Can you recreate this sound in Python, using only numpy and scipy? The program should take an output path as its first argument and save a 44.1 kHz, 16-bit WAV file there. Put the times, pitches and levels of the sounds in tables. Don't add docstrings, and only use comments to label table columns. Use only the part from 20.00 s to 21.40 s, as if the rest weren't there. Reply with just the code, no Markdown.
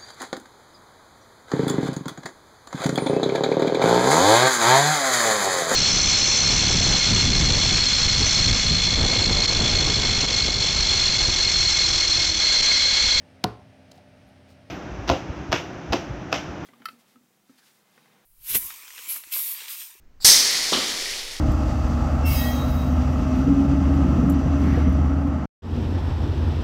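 import sys
import numpy as np
from scipy import signal
from scipy.fft import rfft, irfft
from scipy.io import wavfile

SR = 44100
rng = np.random.default_rng(int(sys.argv[2]) if len(sys.argv) > 2 else 0)


def unload_wav(signal):
    wavfile.write(
        sys.argv[1],
        SR,
        np.round(np.clip(np.atleast_2d(signal).T, -1, 1) * 32767).astype(np.int16),
    )


N = 61739
T = np.arange(N) / SR
OPEN_S, OPEN_RISE_S = 0.2452, 0.0032


def undb(db):
    return 10 ** (np.asarray(db) / 20)


def unit(x):
    return x / np.sqrt(np.mean(x ** 2))


def noise():
    return rng.standard_normal(N)


def colour(x, spectrum):
    hz, db = np.array(spectrum, float).T
    bins_hz = np.maximum(np.arange(N + 1) * SR / (2 * N), 1)
    gain = undb(np.interp(np.log(bins_hz), np.log(hz), db))
    cepstrum = irfft(np.log(gain))
    cepstrum[1:N] *= 2
    cepstrum[N + 1:] = 0
    response = np.exp(rfft(cepstrum))
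    return unit(irfft(rfft(x, 2 * N) * response)[:N])


def ring(x, hz, width_hz):
    return signal.lfilter(*signal.iirpeak(hz, hz / width_hz, fs=SR), x)


def band(x, hz, width_hz):
    edges_hz = [hz - width_hz / 2, hz + width_hz / 2]
    return signal.sosfilt(signal.butter(4, edges_hz, "band", fs=SR, output="sos"), x)


def wander(rate_hz):
    knots = rng.standard_normal(N // 10)
    return np.interp(T * rate_hz, np.arange(len(knots)), knots)


def envelope(start_s, rise_s, hold_s=0, fall_db_s=0):
    rise = np.clip((T - start_s) / rise_s, 0, 1)
    return rise * undb(-fall_db_s * np.maximum(T - start_s - hold_s, 0))


def jet(sputter_db, sputter_hz):
    return noise() * undb(sputter_db * wander(sputter_hz) + 0.93 * wander(rate_hz=39.8))


def drops(per_s, spread_db):
    hits = rng.random(N) < per_s / SR
    size = undb(spread_db * np.clip(noise(), -2, 2))
    return unit(hits * size * np.sign(noise()))


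# freq_hz, relative_db
DRAUGHT_SPECTRUM = [(5, -6), (14, 3), (28, -13), (60, -25), (110, -33), (300, -60), (2000, -96)]
# time_s, level_db
DRAUGHT_CURVE = [(0, -46.5), (.35, -51), (.8, -53), (1.1, -42.5), (1.4, -45.5)]
# freq_hz, relative_db
ROOM_TONE_SPECTRUM = [(30, -7), (60, 4), (100, -10), (300, -15.5), (800, -25.5), (1900, -27), (3500, -35.5),
                      (6300, -36), (10000, -50.5), (16000, -41)]
def air():
    draught_db = np.interp(T, *np.array(DRAUGHT_CURVE).T)
    draught = undb(draught_db) * colour(noise(), DRAUGHT_SPECTRUM)
    return draught + undb(-58) * colour(noise(), ROOM_TONE_SPECTRUM)


# freq_hz, relative_db
LEAK_SPECTRUM = [(100, -15), (400, -21), (1100, -21), (3100, -20), (4000, -3.5), (4800, 3), (6200, -21),
                 (7700, -4), (9000, -21.5), (16000, -17)]
def leak():
    fade_out = np.clip((OPEN_S + 0.0085 - T) / 0.01, 0, 1)
    hiss = colour(jet(sputter_db=0.82, sputter_hz=535), LEAK_SPECTRUM)
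    return undb(-36) * hiss * envelope(start_s=0.2, rise_s=0.031) * fade_out


# start_s, level_db, centre_hz, width_hz, decay_s
TICK_EVENTS = [(0.2018, -54, 1300, 1000, 0.004), (0.246, -13, 6400, 5900, 0.00067),
               (0.286, -21, 1897, 800, 0.0067), (0.4704, -29, 5240, 4000, 0.00062),
               (0.51, -34, 10900, 4500, .002), (.5135, -31, 10700, 4500, 0.0028),
               (.728, -22, 1100, 700, .005), (0.7335, -18.5, 4070, 1400, 0.0034),
               (0.742, -18.5, 2837, 1400, 0.0018), (1.021, -36, 324, 300, 0.0032),
               (1.055, -31, 2150, 500, 0.005), (1.1265, -32, 4030, 4000, 0.0017),
               (1.137, -27, 2740, 2000, 0.0016), (1.355, -35, 1770, 700, 0.0013)]
def ticks():
    out = np.zeros(N)
    for start_s, level_db, centre_hz, width_hz, decay_s in TICK_EVENTS:
        decay = (T >= start_s) * np.exp(-np.maximum(T - start_s, 0) / decay_s)
        tick = band(noise() * decay, centre_hz, width_hz)
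        tick_rms = np.sqrt(np.sum(tick ** 2) / (decay_s * SR))
        out += undb(level_db) * tick / tick_rms
    return out


# pitch_hz, width_hz, relative_db
NOZZLE_MODES = [(4440, 110, -8), (5260, 90, -5), (5300, 110, -25), (6080, 31, 3.5), (6320, 40, 4),
                (8380, 17, -4), (9650, 28, -5), (11600, 160, -26)]
# freq_hz, relative_db
RUSH_SPECTRUM = [(150, -24), (300, -15.5), (1400, -20), (2800, -15.5), (4200, -3), (5400, 2.5), (6200, -4),
                 (7200, -9.5), (10000, -22.5), (16000, -21.5)]
# freq_hz, relative_db
MIST_SPECTRUM = [(1000, -22.5), (4000, -3.5), (6000, -14), (8300, 6), (9200, 2.5), (12300, 0.5),
                 (13500, -5), (16000, -27)]
def burst():
    rush = undb(-11) * colour(jet(sputter_db=0.53, sputter_hz=900), RUSH_SPECTRUM)
    modes = sum(undb(db) * unit(ring(noise(), hz, width_hz)) for hz, width_hz, db in NOZZLE_MODES)
    whistle = undb(-17) * unit(modes)
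    mist = undb(-15.5) * colour(jet(sputter_db=0.92, sputter_hz=900), MIST_SPECTRUM)
    mist *= envelope(OPEN_S, OPEN_RISE_S, hold_s=0.033, fall_db_s=126)
    return (rush + whistle) * envelope(OPEN_S, OPEN_RISE_S, hold_s=0.061, fall_db_s=105) + mist


# freq_hz, relative_db
SPRAY_SPECTRUM = [(80, -26.5), (220, -15), (500, -18), (1300, -11), (2800, -12), (4300, 1.5), (5600, 2),
                  (6500, -2.5), (7600, -7.5), (10500, -13.5), (13000, -19), (16000, -31)]
def spray():
    hiss = colour(jet(sputter_db=1.7, sputter_hz=900), SPRAY_SPECTRUM)
    return undb(-20) * hiss * envelope(OPEN_S, OPEN_RISE_S, fall_db_s=18)


def bore():
    tone = jet(sputter_db=2.0, sputter_hz=300)
    for _ in range(2):
        tone = ring(tone, hz=2015, width_hz=570)
    return undb(-33) * unit(tone) * envelope(OPEN_S, OPEN_RISE_S, fall_db_s=11)


# start_s, level_db, rise_s
AIR_PUFFS = [(0.2461, -21, 0.0013), (0.286, -25.5, 0.0018)]
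def puffs(low_cut_hz=45.3):
    out = np.zeros(N)
    for start_s, level_db, rise_s in AIR_PUFFS:
        progress = np.maximum(T - start_s, 0) / rise_s
        out += undb(level_db) * progress * np.exp(1 - progress)
    return signal.lfilter(*signal.butter(1, low_cut_hz, "high", fs=SR), out)


# freq_hz, relative_db
PATTER_SPECTRUM = [(120, -14), (220, -8.5), (430, -1.5), (800, -6), (1400, -7.5), (2100, -1.5), (2600, -1),
                   (3600, 3.5), (5000, 2.5), (6500, -2), (8000, -6.5), (11000, -9.5), (16000, -22)]
def patter(flight_s=0.055):
    impacts = colour(drops(per_s=4000, spread_db=2), PATTER_SPECTRUM)
    return undb(-29) * impacts * envelope(OPEN_S + flight_s, rise_s=0.054, fall_db_s=4)


# centre_s, change_db, half_width_s
FLOW_SURGES = [(0.554, 1.5, 0.031), (1.142, 0, 0.056), (1.255, -1.5, 0.02), (1.335, 2, 0.02)]
def flow_gain(dwindle_s=1.146, fall_db_s=28):
    surge_db = sum(db * np.exp(-((T - at_s) / half_s) ** 2) for at_s, db, half_s in FLOW_SURGES)
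    return undb(surge_db - fall_db_s * np.maximum(T - dwindle_s, 0))


# freq_hz, relative_db
BOOM_SPECTRUM = [(60, -35), (145, -23), (195, 4), (350, -0.5), (600, -7), (850, -11.5), (1200, -5),
                 (1800, -11), (5000, -39)]
# freq_hz, relative_db
SPLASH_SPECTRUM = [(300, -5.5), (1100, -2.5), (1900, -13), (3200, 9.5), (4400, 4.5), (6000, -9),
                   (9000, -38), (16000, -38)]
def thump(start_s=0.7228, swing_hz=445, swing_low_cut_hz=220, splash_lag_s=0.0045):
    age_s = np.maximum(T - start_s, 0)
    swing = -0.25 * np.sin(2 * np.pi * swing_hz * age_s) * (age_s < 1 / swing_hz)
    swing = signal.lfilter(*signal.butter(2, swing_low_cut_hz, "high", fs=SR), swing)
    boom = undb(-27) * colour(jet(sputter_db=1.7, sputter_hz=150), BOOM_SPECTRUM)
    boom *= envelope(start_s, rise_s=0.0019, hold_s=0.033, fall_db_s=146)
    splash = undb(-23) * colour(drops(per_s=7200, spread_db=2.5), SPLASH_SPECTRUM)
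    splash *= envelope(start_s + splash_lag_s, rise_s=0.0028, hold_s=0.011, fall_db_s=119)
    return swing + boom + splash


def room(x, echo_db=-7.5, gap_s=0.007):
    low_cut_hz, split_hz = 154, 4030
    mid_t60_s, treble_t60_s = 0.92, 0.49
    mid = signal.sosfilt(signal.butter(2, [low_cut_hz, split_hz], "band", fs=SR, output="sos"), noise())
    treble = signal.lfilter(*signal.butter(2, split_hz, "high", fs=SR), noise())
    tail = mid * undb(-60 * T / mid_t60_s) + treble * undb(-60 * T / treble_t60_s)
    tail *= T > gap_s
    return x + undb(echo_db) * signal.fftconvolve(x, tail / np.linalg.norm(tail))[:N]


def scene():
    opening = leak() + puffs() + burst()
    water = (spray() + bore() + patter()) * flow_gain()
    return (room(opening + water + thump() + ticks()) + air())[None]


def record(dry, top_hz=15800):
    low_pass = signal.ellip(10, 0.2, 70, top_hz, fs=SR, output="sos")
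    return signal.sosfilt(low_pass, np.clip(dry, -1, 1))


dry = scene()
out = record(dry)
unload_wav(out)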